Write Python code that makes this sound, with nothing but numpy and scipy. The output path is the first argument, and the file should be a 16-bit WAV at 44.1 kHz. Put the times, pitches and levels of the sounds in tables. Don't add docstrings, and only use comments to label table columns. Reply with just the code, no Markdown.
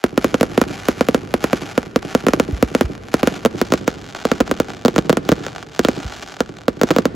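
import sys
import numpy as np
from scipy import signal
from scipy.fft import rfft, irfft, next_fast_len
from scipy.io import wavfile

SR = 44100
rng = np.random.default_rng(int(sys.argv[2]) if len(sys.argv) > 2 else 0)


def dump_mix(stems):
    frames = np.atleast_2d(stems).T
    limited = np.clip(frames, -1, 1)
    pcm = np.round(limited * 32767).astype(np.int16)
    wavfile.write(sys.argv[1], SR, pcm)


N = 315315
TIME = np.arange(N) / SR
KERNEL = 8192


def undb(db):
    return 10 ** (np.asarray(db) / 20)


def bins(size):
    return np.arange(size // 2 + 1) * SR / size


def gains(points, hz):
    point_hz, level_db = np.transpose(points)
    return undb(np.interp(np.log(hz + 1), np.log(point_hz), level_db))


def pulse(gain):
    cepstrum = irfft(np.log(gain))
    cepstrum[1:KERNEL // 2] *= 2
    cepstrum[KERNEL // 2 + 1:] = 0
    return np.exp(rfft(cepstrum))


def ring(x, points):
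    shape = irfft(pulse(gains(points, bins(KERNEL))))
    return signal.fftconvolve(x, shape)[:N]


def clicks(times, sizes):
    places = np.clip(np.round(times * SR), 0, N - 1).astype(int)
    return np.bincount(places, sizes, N)


def walk(rate):
    steps = rng.standard_normal(2048)
    return np.interp(TIME * rate, np.arange(len(steps)), steps)


# pitch_hz, side_minus_mid_db
ECHO_SPREAD = [(50, -17), (150, -13), (300, -5), (1300, 2), (2500, -7.5), (7000, -9)]
AIR_HZ = 13500


def scatter(x, points, start_s, rise_s, t60_s, db):
    size = 2 * SR
    hz = bins(size)
    age = np.maximum(np.arange(size) / SR - start_s, 0)
    envelope = (1 - np.exp(-age / rise_s)) * np.exp(-np.log(1000) * age / t60_s)
    envelope = envelope / np.linalg.norm(envelope)
    mid, side = rfft(rng.standard_normal((2, size)) * envelope)
    side = side * gains(ECHO_SPREAD, hz)
    air = 1 / (1 + (hz / AIR_HZ) ** 10)
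    response = irfft(np.array([mid + side, mid - side]) * air)
    return undb(db) * signal.fftconvolve(ring(x, points)[None], response, axes=1)[:, :N]


# pitch_hz, level_db
FIELD_TONE = [(25, -9), (55, 0.5), (110, 1.5), (280, 0), (450, -3), (800, -17), (1500, -18.5),
              (4000, -29.5), (12000, -48)]


def field_roll(shots):
    return scatter(shots, FIELD_TONE, start_s=0.0022, rise_s=0.012, t60_s=2.63, db=18.5)


# pitch_hz, level_db
FAR_TONE = [(60, -24), (150, -1), (280, 6.5), (450, -10), (700, -18), (2000, -35.5), (8000, -49)]


def far_echo(start_s, level_db):
    luck_db = 3.5 * rng.standard_normal(len(start_s))
    aimed = clicks(start_s, undb(level_db + luck_db))
    return scatter(aimed, FAR_TONE, start_s=0.083, rise_s=0.0035, t60_s=0.095, db=16)


# pitch_hz, level_db
WALL_TONE = [(60, -43), (230, -9.5), (350, 10.5), (550, 1.5), (900, -5), (1400, -4.5), (2500, -15),
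             (7000, -24.5), (10000, -28)]


def wall_echo(start_s, level_db):
    total = 0
    for k in range(6):
        part = clicks(start_s[k::6], undb(level_db[k::6]))
        total = total + scatter(part, WALL_TONE, start_s=0.0007, rise_s=0.00007, t60_s=0.06, db=18)
    return total


def star_patter(crackle):
    tone = [(200, 17.5), (1500, -8), (3000, -3.5), (10000, -8.5)]  # pitch_hz, level_db
    return scatter(crackle, tone, start_s=0.00079, rise_s=0.00026, t60_s=0.032, db=-4.5)


# start_s, burn_s, level_db, brightness_db
STAR_CLOUDS = [(.17, 0.24, -39, 4), (.47, 0.14, -41, -0.5), (.64, .29, -36.5, 0.5), (.95, 0.18, -40.5, 3),
               (1.37, .35, -37.5, 1), (2.01, .2, -39, 0), (2.27, .42, -43, 1), (2.69, 0.13, -39.5, 4),
               (3.098, 0.25, -36.5, 0), (3.55, 0.059, -38.5, 7), (3.67, .21, -41, 6), (3.979, 0.22, -45, 7),
               (4.12, 0.22, -38, -1), (4.44, .3, -41, -1), (4.87, 0.13, -45, 4), (5.23, 0.073, -37.5, 2),
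               (5.39, 0.1, -39.5, 0), (5.7, 0.16, -39, 4), (5.85, .45, -38.5, 2.5), (6.09, .17, -42.5, 11),
               (6.83, .15, -40.5, 0)]
CLOUD_ATTACK_S, CLOUD_T60_S = 0.041, .45
EMBERS_DB = -47.5
EMBERS_END_S, EMBERS_LATE_DB = 6.4, -51.5


def clouds():
    power = undb(np.where(TIME < EMBERS_END_S, EMBERS_DB, EMBERS_LATE_DB)) ** 2
    tint = np.zeros(N)
    for start_s, burn_s, level_db, bright_db in STAR_CLOUDS:
        age = TIME - start_s
        flare = np.clip(age / CLOUD_ATTACK_S, 0, 1)
        fade = np.exp(-np.log(1000) * np.maximum(age - burn_s, 0) / CLOUD_T60_S)
        share = (undb(level_db) * flare * fade) ** 2
        power = power + share
        tint = tint + share * bright_db
    return np.sqrt(power), tint / power


# start_s, level_db
BIG_STARS = [(.193, -23), (0.6391, -14), (1.699, -22), (2.028, -16.5), (2.952, -21), (3.0852, -19.5),
             (4.1497, -13), (4.1635, -20), (4.3376, -22), (4.478, -14.5), (4.6847, -20.5), (4.7031, -15),
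             (4.7354, -19), (5.4501, -18), (5.4834, -16.5), (5.5617, -14.5), (5.5822, -17), (5.628, -16.5),
             (6.03, -18), (6.1245, -16.5), (6.321, -20), (6.3676, -18.5), (6.4612, -25.5), (6.5692, -23.5),
             (6.5868, -22.5), (6.6167, -24.5), (6.889, -15)]
# pitch_hz, level_db
STAR_TONE = [(60, -19), (250, -8), (600, 2), (1400, 2.5), (2000, -1), (3000, -2.5), (4500, -7), (7000, -10),
             (9000, -18), (12000, -22.5), (16000, -33)]
# pitch_hz, level_db
BODY_TONE = [(100, -25), (500, 1), (1500, 2), (3000, -10), (8000, -44)]
STRAY_PER_S, STRAY_DB, STRAY_SPREAD_DB = 14, -26.5, 3.5


def stars(rate, size_db, clump_db, cloud_db, pop_db, body_db, split_hz):
    loud, bright_db = clouds()
    density = loud / loud.mean()
    chance = rate * density * undb(clump_db * walk(60)) / SR
    fires = rng.random(N) < chance
    size = undb(size_db * np.minimum(rng.exponential(size=N), 3))
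    cloud = ring(fires * size / np.sqrt(density), STAR_TONE)
    cloud = undb(cloud_db) * loud * cloud / cloud.std()
    dull = signal.sosfilt(signal.butter(1, split_hz, fs=SR, output="sos"), cloud)
    sharp = cloud - dull
    cloud = dull * undb(-bright_db / 2) + sharp * undb(bright_db / 2)

    start_s, level_db = np.transpose(BIG_STARS)
    stray_fires = rng.random(N) < STRAY_PER_S / SR
    strays = stray_fires * undb(STRAY_DB + STRAY_SPREAD_DB * rng.standard_normal(N))
    pops = clicks(start_s, undb(level_db)) + strays
    snap = undb(pop_db) * ring(pops, STAR_TONE)
    body = undb(body_db) * ring(pops ** 2, BODY_TONE)
    return cloud + body + snap


# start_s, level_db
LOW_THUMPS = [(2.524, -1.5), (2.63, -8), (2.839, -3), (4.406, -12), (4.971, -12), (5.313, -13),
              (6.048, -8.5)]
# pitch_hz, level_db
THUMP_TONE = [(20, -34), (35, -13), (58, 6), (90, -0.5), (140, -10), (300, -33), (1500, -62)]


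def low_thumps(thump_db):
    start_s, level_db = np.transpose(LOW_THUMPS)
    return undb(thump_db) * ring(clicks(start_s, undb(level_db)), THUMP_TONE)


# pitch_hz, level_db
BOOM_TONE = [(20, -56), (35, -4), (55, 6.5), (80, 0.5), (130, -19), (300, -27), (1500, -60)]


def booms(shots, boom_db, boom_lag_s):
    swell = np.roll(shots, int(boom_lag_s * SR))
    return undb(boom_db) * ring(swell, BOOM_TONE)


# start_s, level_db, weight_of_lows_db, ground_bounce_lag_s
BANG_FRONTS = [(.0402, 0.5, 1, 0.0031), (0.1771, 0, -1, 0.0036), (0.2447, 0.5, -4, 0.0037),
               (.3431, -1, 0.5, 0.004), (0.4107, -1, 5, .0046), (.4306, -1.5, 0, 0.0063),
               (.5776, .5, 2.5, 0.0044), (0.6154, 1, -1.5, 0.0041), (0.8857, 1, -4, .0041),
               (1.0094, 0, 2.5, 0.004), (1.0867, -0.5, 1, 0.0041), (1.1459, 1, -3, .0042),
               (1.3403, -0.5, 0, 0.0039), (1.4415, 0, -3, 0.0067), (1.5313, -0.5, 0.5, 0.0039),
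               (1.7781, 0, 0, 0.0039), (1.9605, 0.5, 0.5, 0.0042), (2.1501, 1, 3, 0.0042),
               (2.267, 0, -1, 0.0044), (2.285, -0.5, -2, .0039), (2.3353, 0.5, -2.5, .0064),
               (2.399, 1.5, -2.5, 0.004), (2.6267, 0, 5, 0.004), (2.75, 0, -0.5, 0.004),
               (2.8104, 1, 2.5, 0.0036), (3.1413, 0.5, 0.5, 0.0067), (3.2315, 0, .5, 0.0038),
               (3.2737, -.5, 1.5, 0.004), (3.4506, .5, -2, 0.0046), (3.4596, -.5, -2, 0.0044),
               (3.615, -0.5, -1, .0041), (3.7223, -1, 2, 0.0076), (3.738, -1.5, -1, .0063),
               (3.8785, -0.5, 1, 0.0065), (4.2528, -1.5, -3, 0.0046), (4.3163, -1, 2.5, .0043),
               (4.404, -2, 0, 0.0044), (4.408, -0.5, -6, 0.0059), (4.5134, -1, -8, 0.004),
               (4.6013, -1.5, 3, 0.0065), (4.8505, -1, 7, 0.0045), (4.8591, -2, 2, 0.0039),
               (4.8822, -2.5, -1, 0.0061), (4.962, -2.5, -6, .0043), (4.9815, -3.5, 12, .0055),
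               (4.988, -6, 9, 0.0025), (5.0958, 1.5, -2, 0.00205), (5.102, -3.5, 14.5, .0055),
               (5.1284, -5, -3, 0.0061), (5.171, -2, -2, .0043), (5.2908, 0, 2, 0.0027),
               (5.318, -2.5, 13.5, .006), (5.3246, -5.5, 11, 0.0026), (5.4656, -13, -9, 0.0053),
               (5.7931, .5, -1.5, 0.0043), (5.8491, 0, -1, .0065), (5.8859, -1.5, 3, 0.004),
               (6.4055, -1, -3.5, 0.0043), (6.682, -0.5, 1.5, 0.0037), (6.8145, .5, -5, .0064),
               (6.8342, -1.5, 5, 0.0045), (6.9063, -.5, .5, 0.0023), (6.9124, -3, 1, .0061),
               (6.9636, -1, -2.5, 0.0039), (6.9854, -1, 4, .0044), (7.0549, -1.5, -1, .0039)]
# pitch_hz, level_db
BLAST_TONE = [(40, -42), (100, -17), (170, -5.5), (250, 2), (370, -4.5), (510, -2), (680, -8.5), (900, -16),
              (1300, -15), (2000, -22.5), (2800, -24), (4500, -30), (7000, -31), (9000, -38.3)]
GROUND_DB, GROUND_HZ = -13, 1500
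CRACK_SLOPE = 0.49


def bangs(blast_db, crack_hz, weight_hz, colour_db):
    out = np.zeros(N + KERNEL)
    hz = bins(KERNEL)
    octaves = np.geomspace(400, 12800, 11)
    chance = rng.standard_normal((len(BANG_FRONTS), len(octaves)))
    treble = hz ** 2 / (hz ** 2 + crack_hz ** 2)
    bass = weight_hz ** 2 / (hz ** 2 + weight_hz ** 2)
    for (start_s, level_db, weight_db, lag_s), luck in zip(BANG_FRONTS, chance):
        colour = gains(np.column_stack([octaves, colour_db * luck]), hz) ** np.sqrt(treble)
        crack_db = CRACK_SLOPE * level_db
        strength = undb(level_db * (1 - treble) + crack_db * treble + weight_db * bass)
        front = pulse(gains(BLAST_TONE, hz) * colour * strength)
        late = np.exp(-2j * np.pi * hz * lag_s)
        bounce = undb(GROUND_DB) * late / np.sqrt(1 + hz / GROUND_HZ)
        i = int(round(start_s * SR))
        out[i:i + KERNEL] += irfft(front * (1 + bounce))
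    return undb(blast_db) * out[:N]


def scene():
    start_s, level_db = np.transpose(BANG_FRONTS)[:2]
    shots = clicks(start_s, undb(level_db))
    roll = field_roll(shots)
    far = far_echo(start_s, level_db)
    walls = wall_echo(start_s, level_db)
    crackle = stars(rate=520, size_db=5.0, clump_db=3.0, cloud_db=1.5, pop_db=16.0, body_db=28.5, split_hz=1900)
    patter = star_patter(crackle)
    thumps = low_thumps(thump_db=39)
    boom = booms(shots, boom_db=20.0, boom_lag_s=0.0048)
    direct = bangs(blast_db=36, crack_hz=1170, weight_hz=211, colour_db=3.0)
    return roll + far + walls + patter + crackle + thumps + boom + direct


def padded_size():
    size = next_fast_len(N + KERNEL, True)
    return size + size % 2


# pitch_hz, level_db
LEVEL_COLOUR = [(1500, 0), (2500, 1), (3600, -1), (5500, 0), (8500, -0.5), (10700, 3), (13000, 1),
                (15500, -1)]
TILT_S, TILT_TIME_S = 3.5, 0.61


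def aim(x):
    size = padded_size()
    spectrum = rfft(x, size)
    colour = gains(LEVEL_COLOUR, bins(size))
    held_level = irfft(spectrum * colour)[:, :N]
    to_sky = irfft(spectrum / colour)[:, :N]
    up = np.clip((TIME - TILT_S) / TILT_TIME_S + .5, 0, 1)
    return (1 - up) * held_level + up * to_sky


def phase_turn(hz, centre_hz, width_hz):
    pole = centre_hz ** 2 - hz ** 2 + 1j * hz * width_hz
    return pole.conj() / pole


# pitch_hz, left_minus_right_db
PORT_COLOUR = [(60, -1), (250, -1.8), (450, -1.4), (640, -1), (900, -1.5), (1100, 2.5), (1400, -5),
               (2200, 2), (6000, 0.4), (10000, 0.5)]
PORT_SPLIT_HZ, PORT_LEAD_S = 6900, (.00012, .000358)
TOP_HZ = 16100


def record(dry):
    size = padded_size()
    hz = bins(size)
    delay = phase_turn(hz, centre_hz=244, width_hz=380) ** 2
    delay = delay * (1090 - 1j * hz) / (1090 + 1j * hz)
    balance = gains(PORT_COLOUR, hz) ** np.array([[.5], [-.5]])
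    low_cut = (1j * hz / (1j * hz + 20)) ** 2
    lead = np.exp(2j * np.pi * np.outer(PORT_LEAD_S, np.maximum(hz - PORT_SPLIT_HZ, 0)))
    x = irfft(rfft(aim(dry), size) * delay * low_cut * balance * lead)[:, :N]
    x = x / (1 + (x / .95) ** 8) ** (1 / 8)
    top_cut = signal.firwin(101, TOP_HZ, fs=SR, window="blackman")
    return signal.fftconvolve(x, top_cut[None], "same", axes=1)


dry = scene()
out = record(dry)
dump_mix(out)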